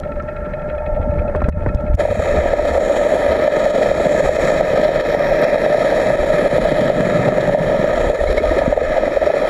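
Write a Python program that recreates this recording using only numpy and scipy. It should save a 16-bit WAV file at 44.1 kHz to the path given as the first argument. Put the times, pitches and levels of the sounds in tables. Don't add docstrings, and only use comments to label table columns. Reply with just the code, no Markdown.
import sys
import numpy as np
from scipy import signal
from scipy.io import wavfile
from scipy.ndimage import uniform_filter1d

SR = 44100
rng = np.random.default_rng(int(sys.argv[2]) if len(sys.argv) > 2 else 0)


def invert_db(level):
    return 10 ** (np.asarray(level, dtype=float) / 20)


def unload_wav(signal):
    wavfile.write(
        sys.argv[1],
        SR,
        np.round(np.clip(np.atleast_2d(signal).T, -1, 1) * 32767).astype(np.int16),
    )


N = 418509

# (time [s], flow level [dB], froth [dB], chop [dB])
WASH = [(1.97, -48, -4, -5), (1.995, -28.5, 1, 0), (2.1, -35.5, -1.5, 7), (2.18, -29.5, 1.5, 6.5),
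        (2.3, -28, 0.5, 2), (2.64, -29, 1.5, 0), (3.0, -28.5, 2.5, -3.5), (3.43, -27, -0.5, -0.7),
        (3.8, -26.5, 1.5, 0.5), (4.5, -25, 3.5, 2.5), (4.7, -26.5, 1, 1), (5.4, -26.5, -1, 2.4),
        (6.0, -25, 0, 2), (7.2, -28.5, 0.5, 1), (7.63, -28.5, 0, 1.5), (8.45, -26.5, 0, 5.5),
        (8.75, -31, 0, 1.5), (9.49, -27.5, -0.5, 7)]
# (frequency [Hz], width [Hz], level [dB])
CALM_MODES = [(490, 40, -19), (596, 32, 0), (892, 45, -16), (1345, 55, -14), (1610, 50, -26),
              (1800, 150, -25), (2160, 120, -29), (2520, 50, -28), (3260, 220, -45), (3920, 180, -48)]
CALM_SIDES = [-1, 1, -1, -1, -1, 1, -1, 1, 1, 1]
# (frequency [Hz], width [Hz], level [dB])
WASHED_MODES = [(513, 172, -3), (604.2, 65.7, 6), (948, 45, -16), (1278, 112, -14), (1720, 206, -14.5),
                (2140, 110, -33), (2475, 377, -24.5), (3240, 570, -35.5), (3770, 180, -36),
                (4530, 940, -47), (5484, 305, -37), (6870, 660, -40), (7920, 540, -52.5), (9200, 500, -78),
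                (10520, 590, -50), (12200, 500, -59.5), (12700, 690, -59.5), (15100, 1600, -60)]
WASHED_SIDES = [1, -1, 1, 1, 1, -1, -1, -1, -1, 1, 1, 1, -1, 1, -1, 1, -1, 1]


def rms_one(x):
    return x / np.sqrt(np.mean(x ** 2) + 1e-20)


def evened(x, size=SR // 3):
    return x / np.sqrt(uniform_filter1d(x ** 2, size=size) + 1e-20)


def in_time(rows):
    s, level, *rest = np.transpose(rows)
    t = np.arange(N) / SR
    return [np.interp(t, s, level, -120, -120)] + [np.interp(t, s, c) for c in rest]


def drift(rate_hz):
    r = np.exp(-2 * np.pi * rate_hz / SR)
    settled = signal.lfilter([1], [1, -2 * r, r * r], rng.standard_normal(N + SR))[SR:]
    return rms_one(settled)


def band(x, low_hz, high_hz):
    return signal.sosfilt(signal.butter(2, [low_hz, high_hz], "band", fs=SR, output="sos"), x)


def low_pass(x, top_hz, order):
    return signal.sosfilt(signal.butter(order, top_hz, fs=SR, output="sos"), x)


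def clicks(rows):
    out = np.full(N, 1e-18)
    for s, db, *_ in rows:
        out[round(s * SR)] = invert_db(db)
    return out


def marked(rows):
    out = np.zeros(N)
    for s, db in rows:
        out[round(s * SR)] = db
    return out


def dying(x, t60_s):
    return signal.lfilter([1], [1, -invert_db(-60 / (t60_s * SR))], x)


def housing(push, modes, sides):
    out = []
    for (hz, width, db), side in zip(modes, sides):
        r = np.exp(-np.pi * width / SR)
        rung = signal.lfilter([1, 0, -1], [1, -2 * r * np.cos(2 * np.pi * hz / SR), r * r], push)
        out.append(side * invert_db(db) * (1 - r * r) / 2 * rung)
    return np.array([m[0] for m in modes]), np.array(out)


def resonance(push, hz, width):
    return housing(push, [(hz, width, 0)], [1])[1][0]


def engine():
    # (time [s], main level [dB], upper-mode strain [dB])
    engine_levels = [
        (0.0, -28, -3),
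        (0.3, -30.5, 1),
        (0.45, -29.5, 4.5),
        (0.75, -25.5, 4),
        (1.0, -23.5, -1),
        (1.3, -24.5, 3.5),
        (1.45, -30, 1),
        (1.93, -26, 0.5),
        (1.975, -44, -9),
    ]
    first_tick_s, throb_period_s, throb_lag_s, throb_db = 0.03, 0.11, 0.024, 1
    main_db, strain_db = in_time(engine_levels)
    upper_db = np.where(main_db > -100, -48 + strain_db, main_db)
    phase = 2 * np.pi * (np.arange(N) / SR - first_tick_s - throb_lag_s) / throb_period_s
    main_db = main_db + throb_db * np.cos(phase)
    hz, rings = housing(rng.standard_normal(N), CALM_MODES, CALM_SIDES)
    lines = np.array([resonance(ring, f, 2.0 * w) for ring, (f, w, _) in zip(rings, CALM_MODES)])
    rings = lines + invert_db(0.5) * rings
    low = band(rings[hz < 1000].sum(axis=0), 320, 1100)
    whine = np.sin(2 * np.pi * np.cumsum(596 + 4.5 * drift(9)) / SR)
    upper = low_pass(rings[hz > 1000].sum(axis=0), 2000, order=3)
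    hum = invert_db(main_db + 2.5) * evened(rms_one(low) + 0.77 * whine, SR // 8)
    return hum + invert_db(upper_db + 7.5) * rms_one(upper)


def surge():
    # (time [s], swell level [dB], churn level [dB])
    pressure = [(0.0, -31, -32.5), (0.4, -27, -34.5), (0.56, -32.5, -33), (0.95, -22.5, -35.5),
                (1.15, -24, -31), (1.85, -21.5, -32.5), (2.1, -27, -48), (2.4, -23, -27), (2.6, -26, -46),
                (3.1, -32.5, -42), (4.0, -32.5, -28), (4.75, -28, -30.5), (5.8, -32.5, -31),
                (6.6, -29.5, -25.5), (7.2, -32, -20.5), (7.8, -31, -27), (8.27, -19.5, -35.5),
                (9.49, -35.5, -40)]
    deep_db, throb_db = in_time(pressure)
    flow_db, _, chop_db = in_time(WASH)
    gurgle_gain = np.hypot(invert_db(throb_db - 1.5), invert_db(flow_db - 0.62 * chop_db + 2.5))
    white = rng.standard_normal((2, N))
    hull_share = np.interp(np.arange(N) / SR, (4.3, 4.2), [0.68, 0.4])
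    deep = rms_one(band(white[0], 19.5, 42.8)) + hull_share * rms_one(band(white[1], 61.0, 77.8))
    lumps = rng.standard_normal(N) * (rng.random(N) < 300 / SR)
    lumps = (lumps + 0.073 * white[1]) * invert_db(2.17 * drift(44))
    throb = invert_db(throb_db + 1.8 * drift(11.0)) * evened(band(band(lumps, 116.0, 206.0), 95, 280))
    bubbling = evened(band(lumps * rng.choice([-1, 1], N), 208, 532))
    gurgle = gurgle_gain * invert_db(1.02 * drift(8.0)) * bubbling
    return invert_db(deep_db + 2.4 * drift(3.3)) * evened(deep) + throb + gurgle


def slaps():
    # (time [s], peak level [dB])
    drops = [
        (1.296, -11),
        (1.349, -4),
        (1.418, -5.5),
        (1.4865, -5.5),
        (1.662, -3.5),
    ]
    # (time [s], peak level [dB])
    cracks = [(0.0004, -29.5), (1.3613, -40), (1.4204, -42), (1.4411, -55), (1.4424, -42), (1.489, -27),
              (1.4954, -34), (1.6851, -44), (1.748, -32), (1.7564, -47), (1.8083, -43), (1.945, -36),
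              (1.9514, -26)]
    # (time [s], peak level [dB])
    jolts = [(1.2, -12), (1.9, -6), (1.745, -12), (1, -9), (2.8, -10), (2.8, -10), (3.2, -5), (1.1, -8),
             (1.1, -17), (8.678, 3.5), (1.7, -10), (1.81, -19), (1, -7.5), (1.4855, 6.5), (2.1, -14)]
    # (time [s], peak level [dB])
    pops = [
        (5.4173, -30),
        (6.2679, -38),
        (8.7757, -41),
    ]
    # (time [s], peak level [dB])
    crackle = [(0.0189, -53), (0.2244, -43), (0.2813, -60), (0.413, -59), (0.4474, -58), (0.5087, -54),
               (0.5292, -57), (0.7297, -60), (0.7826, -57), (1.0001, -53), (1.045, -52), (1.0984, -54)]
    snap = dying(clicks(cracks), 0.0067) * rng.standard_normal(N)
    hits = clicks(drops)
    knocks = hits + 0.27 * dying(hits, 0.034) * rng.standard_normal(N)
    rung = housing(band(knocks, 300, 1800), CALM_MODES[1:6], CALM_SIDES)[1].sum(axis=0)
    body = band(band(clicks(jolts), 60, 330), 53, 500)
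    out = invert_db(27.5) * rung - invert_db(28.0) * body
    out += invert_db(18.0) * low_pass(band(knocks, 160, 900), 2070, order=6)
    out += invert_db(2.0) * band(snap, 1500, 8000)
    out += invert_db(15) * band(clicks(pops), 8500, 15000)
    return out + invert_db(19.5) * band(band(clicks(crackle), 4800, 6600), 4500, 7000)


def ticks():
    # (time [s], peak level [dB])
    turn_ticks = [(0.0327, -26.5), (0.117, -31), (0.197, -28), (0.285, -28), (0.3627, -27), (0.4474, -35),
                  (0.5353, -26), (0.6175, -33), (0.6975, -27), (0.7786, -28), (0.8589, -34), (0.946, -31),
                  (1.0265, -30), (1.108, -36), (1.1904, -27.5), (1.2785, -31), (1.359, -27),
                  (1.4406, -23.5), (1.523, -24.5), (1.6053, -37), (1.6871, -28.5), (1.7814, -42),
                  (1.8766, -36)]
    # (time [s], peak level [dB])
    strays = [(0.0922, -52), (0.1774, -40), (0.3844, -56), (0.4299, -54), (0.4624, -55), (0.5574, -47),
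              (0.687, -31), (0.8044, -46), (0.225, -48), (0.248, -50), (0.34, -44), (1.105, -50),
              (1.402, -29), (0.0732, -40), (0.5003, -43), (0.7477, -36), (0.832, -42), (1.1613, -40)]
    rows = [(s, db + 0.5) for s, db in turn_ticks] + strays
    loose = rng.random((40, 2))
    loose_s = (np.arange(len(loose)) + loose[:, 0]) / 14.0
    loose_rows = list(zip(loose_s, -40.5 + 10.0 * loose[:, 1]))
    rows += loose_rows[:np.sum(loose_s < WASH[0][0])]
    at = [round(s * SR) for s, _ in rows]
    colour_db = 1.8 * rng.standard_normal((len(rows), len(CALM_MODES)))
    rattle = rng.choice([-1, 1], N)
    out = 0
    for k, (hz, width, db) in enumerate(CALM_MODES[3:]):
        strikes = clicks(rows)
        strikes[at] *= invert_db(colour_db[:, k] + 5.1 * np.log2(hz / 2500))
        burst = dying(strikes, 0.035) * rattle
        rung = housing(burst, [(hz, width, db)], [1])[1][0]
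        out = out + resonance(rung, hz, 3.8 * width) + 0.091 * rung
    return invert_db(42.5) * low_pass(out, 3500, order=3)


def thumps():
    # (time [s], peak level [dB], swing frequency [Hz])
    swings = [(0.281, -27, 68.6), (0.857, -22, 70.0), (0.997, -10, 68.5), (1.094, -9.5, 71.4),
              (1.358, -14, 71), (1.429, -14, 71), (1.4842, -7, 65.6), (1.562, -18, 73), (1.68, -8, 71.4),
              (1.748, -5.5, 70), (1.807, -24, 69), (1.923, -14, 67.1), (1.943, -2.5, 73), (2.19, -11, 71),
              (1.158, -12, 125), (1.176, -12, 110), (1.44, -7, 80), (1.572, -13.5, 151), (1.582, -14, 76),
              (1.669, -9, 120), (0.932, -22, 60), (1.869, -16.5, 70), (1.897, -10, 55), (2.385, -16, 50),
              (1.195, -9.5, 70)]
    directions = [-1, -1, 1, -1, -1, 1, -1, -1, 1, -1, 1, 1, 1, -1, -1, 1, -1, 1, 1, -1, -1, -1, -1, 1, -1]
    out = np.zeros(N)
    for (s, db, hz), sign in zip(swings, directions):
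        turn = np.arange(int(SR / hz)) * hz / SR
        at = round(s * SR)
        out[at:at + len(turn)] += sign * invert_db(db + 2.0) * np.sin(2 * np.pi * turn) * np.exp(-0.6 * turn)
    return out


def swarm():
    # (start [s], end [s], rate [1/s], lowest pitch [Hz], highest pitch [Hz])
    swarms = [
        (7.5, 9.45, 7, 211, 510),
        (1.0, 2.3, 30, 60, 220),
    ]
    rows, draws = [], rng.random((len(swarms), 64, 3))
    for (start, end, rate, low_hz, high_hz), draw in zip(swarms, draws):
        s = start + (np.arange(len(draw)) + draw[:, 0]) / rate
        pitch_hz = low_hz * (high_hz / low_hz) ** draw[:, 2]
        bubbles = list(zip(s, -12 - 10 * draw[:, 1], pitch_hz))
        rows += bubbles[:np.sum(s < end)]
    return rows


def gulps():
    # (time [s], peak level [dB], pitch [Hz])
    passing = [(8.089, -14, 368), (8.187, -12, 410), (8.296, -7, 419), (8.345, -11.5, 386),
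               (8.403, -5.5, 375), (8.51, -9.5, 300), (8.565, -7, 353), (8.675, -12.5, 211),
               (8.767, -10, 448), (8.816, -9, 442), (9.166, -8, 422), (9.263, -9.5, 384), (9.361, -14, 385),
               (8.2726, -21, 2170), (8.3780, -10, 2170), (8.27, -30, 4000), (8.308, -37, 4050),
               (8.383, -35, 3900), (8.432, -31, 3370), (8.21, -37, 3400), (8.19, -18.5, 1810),
               (8.306, -23, 1790), (8.502, -20, 1840), (2.701, -16, 71.6), (3.279, -13, 72),
               (4.272, -19, 69.6)]
    big_below_hz, big_t60_s = 100, 0.3
    out, t = np.zeros(N + SR), np.arange(SR // 4) / SR
    for rows, small_t60_s, rise in ((passing, 0.085, 6.0), (swarm(), 0.078, 5.0)):
        for s, db, hz in rows:
            t60_s = big_t60_s if hz < big_below_hz else small_t60_s
            swell = 1 - np.exp(-t * min(hz, 300) / 0.5)
            glide = 1 + rise * t * (hz > big_below_hz) * min(1, 500 / hz) ** 2
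            at = round(s * SR)
            out[at:at + len(t)] += invert_db(db - 60 * t / t60_s) * swell * np.sin(2 * np.pi * hz * t * glide)
    return out[:N]


def flow():
    # (time [s], lift [dB])
    gushes = [(2.009, 4.5), (2.11, 3.5), (2.28, 2), (2.36, 3.5), (2.69, 2), (2.75, 3), (2.97, 4),
              (3.32, 5.5), (3.79, -0.5), (3.83, 3), (4.2, 1), (4.36, 2), (4.52, 2), (4.77, 1.5), (4.847, 5),
              (5.13, 0.5), (5.44, 4), (6.45, -0.5), (6.78, 2), (6.95, 0.5), (7.08, -1.5), (7.16, 2.5),
              (7.28, 2.5), (7.41, 3), (8.31, 1), (8.38, 3), (8.592, 4.5), (8.92, 1.5), (8.98, 2), (9.27, 4)]
    gush_s = 0.0078
    t = np.arange(-SR // 10, SR // 10 + 1) / SR
    shape = np.exp(-(t / gush_s) ** 2 / 2)
    return *in_time(WASH), signal.fftconvolve(marked(gushes), shape, "same")


def spray():
    sizes = invert_db(4.2 * np.minimum(rng.exponential(1, N), 5)) * rng.choice([-1, 1], N)
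    grains = rms_one(sizes * (rng.random(N) < 2500 / SR))
    eddies = invert_db(0.84 * rms_one(band(rng.standard_normal(N), 9.7, 39.5)) + 0.74 * drift(50))
    return (0.65 * grains + rng.standard_normal(N)) * eddies


def whistle(hz, rings):
    # (start [s], end [s], frequency [Hz], lift [dB])
    jets = [
        (5.1, 5.46, 12900, 7),
        (5.1, 5.46, 5470, 4),
    ]
    for start, end, jet_hz, lift_db in jets:
        open_db = np.interp(np.arange(N) / SR, [start - 0.12, start, end, end + 0.076], [0, lift_db, lift_db, 0])
        rings[np.argmin(abs(hz - jet_hz))] *= invert_db(open_db)


def hollowed(x):
    # (frequency [Hz], width [Hz], share removed [0-1])
    valleys = [(2270, 86, 0.59), (3510, 120, 0.7), (5050, 200, 0.53), (6130, 250, 0.72)]
    for hz, width, share in valleys:
        x = x - share * resonance(x, hz, width)
    return x


def slug_hits(swing_db):
    # (time [s], peak level [dB])
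    slug_strikes = [(1.995, -8), (2.014, -14), (2.265, -7), (2.363, -7.5), (2.389, -7.5), (2.459, -5.5),
                    (2.534, 1.5), (3.075, -12), (3.133, -6), (8.524, -11), (8.914, -9.5), (8.978, -0.5),
                    (1.978, -11), (2.051, -2), (2.085, -16), (2.194, -8), (2.593, -4.5), (2.651, -3.5),
                    (2.75, -2.5), (2.777, -3), (2.818, -7), (2.895, -5.5), (3.012, -4.5), (3.117, -5),
                    (3.249, -12), (3.276, -13), (3.348, -7), (3.477, -3.5), (3.661, -2), (3.76, -11),
                    (3.811, -4.5), (3.857, -7), (3.913, -3), (3.998, -4.5), (4.064, -4), (4.204, -4),
                    (4.289, -2.5), (4.385, -6), (4.502, -6), (4.607, 0), (4.773, -7), (4.85, -2),
                    (4.888, -3.5), (5.041, -7), (5.086, -21), (5.146, 1), (5.205, -5), (5.311, -6),
                    (5.407, -5.5), (5.446, -15), (5.524, -8), (5.556, -3), (5.661, -7), (5.744, -2),
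                    (5.856, -14), (5.981, -8), (6.101, -7), (6.137, -14), (6.221, -6), (6.3, -5.5),
                    (6.458, -5), (6.522, -8), (6.58, -7), (6.652, -2.5), (6.714, -11), (6.793, -6),
                    (6.898, -2.5), (7.029, -8), (7.155, -7), (7.285, 0), (7.323, -7.5), (7.379, -6),
                    (7.493, -2), (7.546, 1.5), (7.573, -1), (7.654, -14), (7.696, -3), (7.742, -6.5),
                  (7.79, -14), (7.84, -6.5), (7.896, -10), (7.927, -11), (7.974, -5), (8.004, -9),
                  (8.031, -9), (8.098, -2.5), (8.183, -14), (8.203, -9), (8.236, -2.5), (8.273, -8),
                  (8.414, -17), (8.439, -3), (8.468, -14), (8.563, -9.5), (8.615, -1), (8.659, -8),
                  (8.724, -0.5), (8.774, 1), (8.811, -6), (8.937, -12), (8.967, -2), (9.033, -2.5),
                  (9.076, -3), (9.168, -5.5), (9.226, -3.5), (9.271, -3.5), (9.3, -0.5), (9.367, -6),
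                  (9.391, -11), (9.429, -13), (9.45, -6), (9.473, -14)]
    small = (rng.random(N) < 2.6 / SR) * invert_db(-9.5 + swing_db + 0.83 * rng.standard_normal(N))
    return clicks(slug_strikes) + small


def wash():
    flow_db, froth_db, chop_db, gush_db = flow()
    mean_flow_db = -28
    swing_db = flow_db - mean_flow_db + gush_db
    # (level over the flow [dB], share of its swing, share of froth)
    groups = ((12.34, 0.89, -0.33), (0.0, 1, 0.0), (-13.5, 1.4, 0.1), (-22.5, 0.76, 2.4), (-28.5, 0.86, 0.4))
    main_db, middle_db, high_db, top_db, air_db = [
        mean_flow_db + db + share * swing_db + frothy * froth_db for db, share, frothy in groups]
    hz, rings = housing(spray(), WASHED_MODES, WASHED_SIDES)
    wander = uniform_filter1d(rng.standard_normal((len(hz), N // 256 + 1)), size=60, axis=1)
    wander = np.repeat(rms_one(wander), repeats=256, axis=1)
    rings[hz > 1000] *= invert_db(1.36 * wander[hz > 1000, :N])
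    whistle(hz, rings)

    low = rms_one(low_pass(rings[hz < 1000].sum(axis=0), 1900, order=3))
    steadied = 0.47
    low = rms_one(steadied * evened(low, SR // 60) + (1 - steadied) * low)
    choppy = rms_one(band(rng.standard_normal(N), 11.0, 37.6))
    low *= invert_db(main_db - 0.36 * chop_db + 0.67 * chop_db * choppy)
    middle = invert_db(middle_db) * rms_one(band(rings[(hz > 1000) & (hz < 3000)].sum(axis=0), 1010, 3390))
    high = invert_db(high_db) * rms_one(band(rings[(hz > 3000) & (hz < 6000)].sum(axis=0), 2470, 5440))
    top = invert_db(top_db) * rms_one(band(rings[(hz > 6000) & (hz < 8500)].sum(axis=0), 5900, 12200))
    top += invert_db(air_db) * rms_one(band(rings[hz > 8500].sum(axis=0), 7000, 15000))

    slugs = slug_hits(swing_db)
    rise_s, fall_s = 0.0027, 0.01
    t = np.arange(SR // 20) / SR
    shape = np.exp(-t / fall_s) * (1 - np.exp(-t / rise_s))
    low *= 0.9 + 0.4 * signal.fftconvolve(slugs, shape / shape.max())[:N]
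    soft = band(band(slugs, 428, 790), 380, 1500)
    _, knocked = housing(soft, WASHED_MODES[:3], WASHED_SIDES)
    knock = knocked[1] + 0.54 * knocked[0] + knocked[2]
    return low + hollowed(middle + high + top) + invert_db(38.0) * knock


def ducking():
    # (time [s], depth [dB])
    ducks = [(1.496, 14.5), (1.761, 5.5), (1.953, 6.5), (2.159, 6.5), (2.56, 0.5), (2.785, 4), (3.37, 4.5),
             (3.49, 3.5), (3.709, 6.5), (4.215, 3.5), (4.369, 5), (5.012, 7.5), (5.34, -5), (5.501, 4),
             (5.565, 6.5), (5.91, -3), (6.158, 7.5), (6.25, 5.5), (6.479, 7.5), (7.56, 6.5), (8.12, 7),
             (8.162, 8.5), (8.243, 7), (8.33, 7), (8.625, 0), (8.745, 5), (8.784, 4.5), (8.986, 3.5),
             (9.085, 3.5), (9.319, 5.5)]
    attack_s, recover_db_per_s = 0.0023, 159
    ramp = recover_db_per_s * np.arange(N) / SR
    r = np.exp(-1 / (attack_s * SR))
    depth_db = np.maximum.accumulate(marked(ducks) + ramp) - ramp
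    return invert_db(-signal.lfilter([1 - r], [1, -r], depth_db))


def scene():
    hiss = invert_db(-61) * low_pass(rng.standard_normal(N), 7000, order=1)
    duck = ducking()
    steady = duck * (engine() + ticks() + wash() + hiss) + duck ** 1.75 * surge()
    return (steady + thumps() + slaps() + gulps())[None]


def top_cut(x):
    return signal.sosfilt(signal.butter(12, 15690, fs=SR, output="sos"), x)


def record(dry):
    attack_s, recover_db_per_s = 0.0011, 70
    over_db = np.maximum(20 * np.log10(np.abs(dry) + 1e-9) + 4.4, 0)
    ramp = recover_db_per_s * np.arange(N) / SR
    duck_db = np.maximum.accumulate(over_db + ramp, axis=1) - ramp
    r = np.exp(-1 / (attack_s * SR))
    held = np.clip(dry * invert_db(-signal.lfilter([1 - r], [1, -r], duck_db)), -0.98, 0.98)
    held = signal.sosfilt(signal.ellip(12, 0.5, 40, 15330, fs=SR, output="sos"), held)
    return top_cut(held)


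dry = scene()
out = record(dry)
unload_wav(out)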